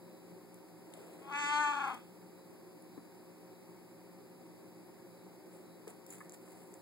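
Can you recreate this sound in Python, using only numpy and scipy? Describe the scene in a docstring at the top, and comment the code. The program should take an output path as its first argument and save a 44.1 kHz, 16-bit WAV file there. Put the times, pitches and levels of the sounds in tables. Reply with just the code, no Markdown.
"""An appliance hums throughout, over room noise, hiss and a thin whine that comes and goes.
A young cat stirs on a floor mat with small ticks and rustles. At 1.3 s it meows once, close by:
vocal-fold pulses ring its mouth and throat in a clear arch of pitch that breaks into a rasp at 1.7 s.
A soft paw bump comes at 3 s; from 5.5 s the cat shifts about, with scuffs, knocks and ticks.
A hand-held camera makes the stereo from two ports, each minus the delayed sound of the other."""
import sys
import numpy as np
from scipy import signal
from scipy.fft import rfft, irfft
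from scipy.io import wavfile
from scipy.ndimage import uniform_filter1d

SR = 44100
rng = np.random.default_rng(int(sys.argv[2]) if len(sys.argv) > 2 else 0)


def generate_wav(sig):
    """Save sig (samples, or channels by samples) to the path in sys.argv[1] as 16-bit PCM at SR."""
    pcm = np.round(np.clip(np.atleast_2d(sig).T, -1, 1) * 32767).astype(np.int16)
    wavfile.write(sys.argv[1], SR, pcm)


N = 300497
TIME_S, BINS_HZ = np.arange(N) / SR, np.fft.rfftfreq(N, 1 / SR)
CONTACT_S = np.arange(4096) / SR  # time axis of one tick, thud or knock
PORT_LAG_S = 15 / SR


# vocal effort: t/s, level/dB
EFFORT = [(1.2, -70), (1.3, -46.5), (1.35, -38.5), (1.47, -36), (1.53, -32.5), (1.62, -30.5), (1.715, -33),
          (1.74, -34.5), (1.911, -36.5), (1.945, -46.5), (1.995, -69)]
# second resonance as the mouth opens fast and shuts slowly: t/s, f/Hz
MOUTH = [(1.22, 1110), (1.31, 1230), (1.335, 1560), (1.39, 1600), (1.45, 1570), (1.52, 1500), (1.58, 1500),
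         (1.62, 1680), (1.67, 1510), (1.84, 1429), (1.95, 1150)]

def meow(body_db=-1.66, chest_db=-16.5, dip_db=-4):
    """Fold pulses and breath sound through mouth, chest and throat; the level drops in each pitch dip."""
    t = np.arange(EFFORT[0][0], EFFORT[-1][0], 1 / SR)
    cycles, pulses, puffs, roughness, dip = vocal_folds(t)
    mouth_hz = follow(MOUTH, t)
    body = mouth(pulses + .35 * roughness * puffs, mouth_hz)
    bright = throat(t, pulses + (.17 + .5 * roughness) * puffs, mouth_hz)
    body += gain(chest_db) * chest(cycles)
    voice = gain(follow(EFFORT, t) + body_db) * body + bright
    out = np.zeros(N)
    add(out, t[0], voice * gain(dip_db * dip) * signal.windows.tukey(len(t), .05))
    return near_reflection(out)


# pitch arch: t/s, f/Hz
PITCH = [(1.3, 276), (1.35, 287), (1.41, 291), (1.45, 288.5), (1.52, 294), (1.61, 297), (1.69, 291.5),
         (1.745, 290.5), (1.812, 285), (1.88, 270), (1.95, 245)]

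def vocal_folds(t, clear_s=1.31, break_s=1.714, flutter_hz=29.5, wobble=.0028, jitter=.032):
    """The folds start hoarse, clear, then rasp: the pitch dips ever deeper and air gets through."""
    n = len(t)
    broken_s = np.maximum(t - break_s, 0)
    hoarse = .7 * np.exp(-np.maximum(t - clear_s, 0) / .055)
    rasp = .55 * (1 - np.exp(-broken_s / .05))
    roughness = .08 + hoarse + rasp
    flutter_rad = 2 * np.pi * flutter_hz * broken_s
    dip = np.sin((flutter_rad + .5 * (1 - np.cos(flutter_rad))) / 2) ** 4  # fast fall, slower recovery
    dip_depth = .035 + .62 * broken_s
    pitch_hz = follow(PITCH, t) * (1 - dip * dip_depth)
    pitch_hz *= 1 + wobble * drift(25, n) + jitter * roughness * drift(220, n)
    cycles = np.cumsum(pitch_hz) / SR
    pulses = unit_rms(sum(np.cos(2 * np.pi * k * cycles) for k in range(1, 52)))
    pulses *= np.exp(.4 * roughness * drift(200, n))
    airflow = .2 + np.exp(-(cycles % 1) / .2)
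    puffs = unit_rms(airflow * rng.standard_normal(n))
    return cycles, pulses, puffs, roughness, dip


def mouth(drive, second_hz, first_open_hz=905):
    """Two strong resonances move with the opening; so small a mouth radiates almost no bass."""
    opening = second_hz / second_hz.max()
    first = resonate(drive, first_open_hz * np.sqrt(opening), width_hz=335)
    second = resonate(drive, second_hz, width_hz=350)
    return hold_level(bandpass(first - gain(.6) * second, [700, 2000], order=4))


# envelopes of the overtones near 2 kHz and of the treble: t/s, level/dB
OVERTONE_ENVELOPE = [(1.2, -72), (1.317, -60), (1.33, -46.5), (1.38, -42.5), (1.45, -41.5), (1.54, -43),
                     (1.64, -43), (1.74, -48.5), (1.88, -48), (1.98, -63)]
TREBLE_ENVELOPE = [(1.2, -78), (1.31, -63.5), (1.39, -47.5), (1.55, -45), (1.66, -49), (1.8, -53.5),
                   (1.93, -58), (1.98, -70)]
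# throat resonances of the two bands: f/Hz, width/Hz, level/dB
OVERTONE_MODES = [(2214, 600, 11), (2480, 250, 7)]
TREBLE_MODES = [(3250, 390, 6.5), (4260, 750, -2.5), (4910, 720, -12), (6780, 600, 2.5), (7680, 880, -1),
                (11500, 3300, -31)]

def throat(t, drive, mouth_hz, wander=.018, closing_db=-20):
    """Upper resonances wander with tongue and jaw; a narrower mouth dulls the highest most."""
    dull_db_per_hz = closing_db * (1 - mouth_hz / mouth_hz.max()) / 2000
    shift = (mouth_hz / np.median(mouth_hz)) ** .053
    out = np.zeros(len(t))
    for envelope, modes in (OVERTONE_ENVELOPE, OVERTONE_MODES), (TREBLE_ENVELOPE, TREBLE_MODES):
        band = np.zeros(len(t))
        for hz, width_hz, db in modes:
            moving_hz = hz * shift * (1 + wander * drift(8.1, len(t)))
            band += gain(db + dull_db_per_hz * hz) * resonate_twice(drive, moving_hz, width_hz)
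        out += gain(follow(envelope, t)) * hold_level(band)
    return out


def chest(cycles):
    """The two lowest harmonics leak unevenly through the chest."""
    harmonics = np.sin(2 * np.pi * cycles) + gain(-21) * np.sin(4 * np.pi * cycles)
    return harmonics * (1 + .35 * drift(45, len(cycles)))


def near_reflection(x, share=.23, mean_s=.0034, sway_s=.00011):
    """The path sways as head and camera move, so the overtones swell and dip in turn."""
    delay_s = mean_s + sway_s * drift(7)
    return x + share * np.interp(TIME_S - delay_s, TIME_S, x)


# sharp contacts: t/s, level/dB, f/Hz, decay/s, half width/octaves
TICKS = [(0.5432, -49, 9800, 0.0018, 0.36), (0.9368, -47.5, 2760, 0.0014, 0.38),
         (0.9381, -43, 8400, 0.00089, 0.16), (1.325, -46, 3000, .002, .9), (1.944, -47, 9000, .003, 0.73),
         (2.823, -51, 10100, .0016, 0.14), (5.8783, -42, 6000, 0.0013, 0.86),
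         (6.0641, -44.5, 9500, 0.0022, 0.69), (6.1035, -42.5, 7140, 0.004, 0.053),
         (6.1035, -42, 10600, .0025, .4), (6.126, -46, 9000, 0.0016, 0.47),
         (6.132, -47, 7260, 0.0024, 0.076), (6.155, -51, 7400, .0016, .25),
         (6.2955, -38, 7360, 0.0007, 0.39), (6.3215, -42.5, 7500, .001, 0.18),
         (6.3425, -46, 6300, 0.00092, 0.84), (6.7398, -44, 7700, 0.0014, 0.11)]

def ticks(trim_db=1.5):
    """Each contact is a band of noise that dies in a few milliseconds."""
    out = np.zeros(N)
    for start_s, db, hz, decay_s, octaves in TICKS:
        edges_hz = np.clip([hz / 2 ** octaves, hz * 2 ** octaves], 20, .45 * SR)
        grit = rng.standard_normal(len(CONTACT_S)) * np.exp(-CONTACT_S / decay_s)
        burst = bandpass(grit, edges_hz, order=2)
        add(out, start_s, gain(db + trim_db) * burst / abs(burst).max())
    return out


# paw falls: t/s, level/dB, f/Hz, rise/s
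PAW_THUDS = [(1.438, -39.5, 334, 0.002), (1.935, -40, 240, 0.004), (2.9774, -33, 275, 0.0022),
             (5.873, -39.5, 440, 0.0023)]

def paw_thuds():
    """Soft paws on the padded floor: a few low cycles that swell and die."""
    out = np.zeros(N)
    for start_s, db, hz, rise_s in PAW_THUDS:
        age = CONTACT_S / rise_s
        add(out, start_s, gain(db) * age * np.exp(1 - age) * np.sin(2 * np.pi * hz * CONTACT_S))
    return out


# strikes: t/s, level/dB
KNOCKS = [(2.9765, -58), (2.984, -62), (5.873, -56), (6.2052, -47.5), (6.2116, -47), (6.476, -58)]
# modes of the struck object: f/Hz, level/dB, t60/s
HOLLOW_MODES = [(1022, -1, 0.037), (1230, 0, 0.025), (1730, 0, 0.031), (1850, -3, .035), (2170, -2, 0.018)]

def knocks(rise_s=.00062):
    """Light knocks ring something small and hollow."""
    out = np.zeros(N)
    attack = np.minimum(CONTACT_S / rise_s, 1)
    for start_s, db in KNOCKS:
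        for hz, mode_db, t60_s in HOLLOW_MODES:
            envelope = attack * gain(db + mode_db - 60 * CONTACT_S / t60_s)
            add(out, start_s, envelope * np.sin(2 * np.pi * (hz * CONTACT_S + rng.random())))
    return out


# brush strokes: t/s, length/s, scuff level/dB, rustle level/dB
STROKES = [(0.84, 0.63, -55, -71), (1.836, 0.2, -56, -68), (5.493, 0.19, -60, -72.5),
           (5.867, 0.08, -54.5, -61.5), (6.063, 0.22, -70, -62), (6.121, 0.038, -70, -60),
           (6.327, 0.044, -63, -58.5), (6.35, 0.59, -66, -70)]
# spectral shapes: f/Hz, level/dB
SCUFF_SPECTRUM = [(90, -8), (250, -4), (430, 3), (700, -2.5), (1100, -15.5), (3000, -23), (6000, -34)]
RUSTLE_SPECTRUM = [(500, -18), (2000, 6), (3500, -3), (5500, -11), (7300, 7), (9000, 11), (11500, -0.5),
                   (15000, 0.5)]

def mat_brushing(rise_share=.25, grain_db=3, scuff_trim_db=-1, rustle_trim_db=2):
    """Fur and paws brush the mat: each stroke swells and fades as a dull scuff and a grainy rustle."""
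    scuff, rustle = np.zeros((2, N))
    for start_s, length_s, scuff_db, rustle_db in STROKES:
        stroke = np.interp((TIME_S - start_s) / length_s, [0, rise_share, 1], [0, 1, 0])
        scuff += gain(scuff_db + scuff_trim_db) * stroke
        rustle += gain(rustle_db + rustle_trim_db) * stroke
    return scuff * noise(SCUFF_SPECTRUM) + rustle * gain(grain_db * drift(150)) * noise(RUSTLE_SPECTRUM)


# room decay: f/Hz, t60/s
ROOM_DECAY = [(200, 0.64), (1000, 0.21), (4000, 0.53), (12000, 0.012)]

def reverb(x, first_s=.0017, echoes_per_s=3000):
    """Sparse reflections of random sign, each band dying at its own rate."""
    n = SR // 2
    echoes = rng.standard_normal((2, n)) * (rng.random((2, n)) < echoes_per_s / SR)
    echoes *= TIME_S[:n] > first_s
    hz, t, spectra = signal.stft(echoes, SR, nperseg=256)
    decay = gain(-60 * t / at_hz(ROOM_DECAY, hz)[:, None])
    tail = signal.istft(spectra * decay, SR, nperseg=256)[1]
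    tail /= np.linalg.norm(tail[0])
    return diffuse(signal.fftconvolve(x[None], tail, axes=1)[:, :N])


# appliance tones: f/Hz, level/dB
HUM_TONES = [(118.4, -77), (177.6, -64), (236.9, -72), (312.2, -65.5), (532.9, -66), (759.0, -72.5),
             (925.9, -75)]

def appliance_hum(trim_db=-1, waver_rad=.92, swell_db=3):
    """Tones waver in strength and phase, the higher ones more in phase."""
    out = np.zeros((2, N))
    for hz, db in HUM_TONES:
        phase_rad = 2 * np.pi * hz * TIME_S + waver_rad * np.sqrt(hz / 300) * drift(10.8)
        tone = np.sqrt(2) * gain(db + trim_db + swell_db * drift(27)) * np.sin(phase_rad)
        port_gain = 2 * np.sin(np.pi * hz * PORT_LAG_S)  # port subtraction thins the bass
        out += from_left(tone, lag_s=.00003) / port_gain
    return out


# whine swells: t/s, half length/s
WHINE_SWELLS = [(.12, .15), (1.15, .08), (2.4, .06), (2.96, .11), (3.56, .07), (5.2, .11), (5.7, .1)]

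def whine(hz=3950, width_hz=220, floor_db=-88, swell_db=10):
    """A thin, high band of noise comes and goes."""
    band = unit_rms(resonate_twice(rng.standard_normal(N), hz, width_hz))
    swell = sum(np.exp(-((TIME_S - peak_s) / half_s) ** 2) for peak_s, half_s in WHINE_SWELLS)
    return from_left(gain(floor_db + swell_db * swell) * band)


# spectral shapes: f/Hz, level/dB
ROOM_SPECTRUM = [(25, -2), (55, -20), (85, -4), (130, -1), (200, 3), (270, -1), (370, 9), (470, -7.5),
                 (650, -10), (900, -12.5), (1400, -23), (2200, -20), (3000, -30), (6000, -33.5)]
HISS_SPECTRUM = [(1000, 8), (3300, -7.5), (4400, -1.5), (4950, 6.5), (5500, -11), (7000, -2.5), (9000, 1.5),
                 (11000, -0.5), (15500, -0.5)]

def noise_floor(room_db=-55.5, flicker_db=.47, hiss_db=-68):
    """Faintly flickering room noise and steady microphone hiss."""
    room = noise(ROOM_SPECTRUM) * gain(room_db + flicker_db * drift(18))
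    return room + gain(hiss_db) * noise(HISS_SPECTRUM)


# shading at the far port: f/Hz, level/dB
FAR_PORT_SHADE = [(300, -2), (900, -4), (1300, -6), (2000, -13), (3500, -15), (8000, -15)]

def from_left(x, lag_s=.00021):
    """Sound from the left reaches the far port later and shaded."""
    far = rfft(x) * delay(lag_s) * gain(at_hz(FAR_PORT_SHADE, BINS_HZ))
    return np.array([x, irfft(far, N)])


def diffuse(pair):
    """Two unrelated signals become sound from all sides, alike at both ports in the bass only."""
    a, b = rfft(pair)
    coherence = .985 * np.sinc(2 * BINS_HZ * PORT_LAG_S)
    mid = np.sqrt((1 + coherence) / 2) * a
    side = np.sqrt((1 - coherence) / 2) * b
    return irfft([mid + side, mid - side], N)


def noise(spectrum):
    """Diffuse coloured noise, rms 1."""
    white = rfft(rng.standard_normal((2, N)))
    return unit_rms(diffuse(irfft(white * gain(at_hz(spectrum, BINS_HZ)), N)))


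def drift(hz, n=N):
    """First n samples of a random curve of rms 1, band-limited to about hz."""
    spectrum = rfft(rng.standard_normal(N)) * np.exp(-(BINS_HZ / hz) ** 2)
    return unit_rms(irfft(spectrum, N))[:n]


def resonate(x, hz, width_hz):
    """Unity-gain resonance; hz may be a curve."""
    carrier = np.exp(2j * np.pi * np.cumsum(hz * np.ones(len(x))) / SR)
    pole = np.exp(-np.pi * width_hz / SR)
    return 2 * (carrier * signal.lfilter([1 - pole], [1, -pole], x / carrier + 1e-18)).real


def resonate_twice(x, hz, width_hz):
    return resonate(resonate(x, hz, width_hz), hz, width_hz)


def bandpass(x, edges_hz, order):
    return signal.sosfilt(signal.butter(order, edges_hz, "band", fs=SR, output="sos"), x)


def hold_level(x):
    """Holds the short-time rms at 1."""
    power = uniform_filter1d(uniform_filter1d(x ** 2, size=1000), size=1000)
    return x / np.sqrt(abs(power) + 1e-12)


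def unit_rms(x):
    return x / np.sqrt(np.mean(x ** 2) + 1e-20)


def gain(db):
    return 10 ** (np.asarray(db) / 20)


def at_hz(rows, hz):
    """Interpolates over log frequency."""
    knots_hz, values = np.transpose(rows)
    return np.interp(np.log(hz + 1), np.log(knots_hz + 1), values)


def follow(rows, t):
    """Interpolates over time."""
    return np.interp(t, *np.transpose(rows))


def delay(lag_s):
    """Spectrum of a delay."""
    return np.exp(-2j * np.pi * BINS_HZ * lag_s)


def add(mix, start_s, sound):
    part = mix[round(start_s * SR):][:len(sound)]
    part += sound[:len(part)]


def scene():
    """The sound at the two ports."""
    near = meow() + ticks() + paw_thuds() + knocks()
    reflections = reverb(gain(-14.5) * near)
    background = noise_floor()
    return from_left(near) + reflections + mat_brushing() + appliance_hum() + whine() + background


def record(dry):
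    """Each port minus the delayed other port aims its channel to one side; a low-pass follows."""
    ports = rfft(dry)
    aimed = irfft(ports - delay(PORT_LAG_S) * ports[::-1], N)
    balance_db, cutoff_hz = [[.2], [-.2]], 15800
    lowpass = signal.firwin(511, cutoff_hz, window=("kaiser", 9), fs=SR)
    return signal.oaconvolve(aimed * gain(balance_db), lowpass[None], "same")


dry = scene()
out = record(dry)
generate_wav(out)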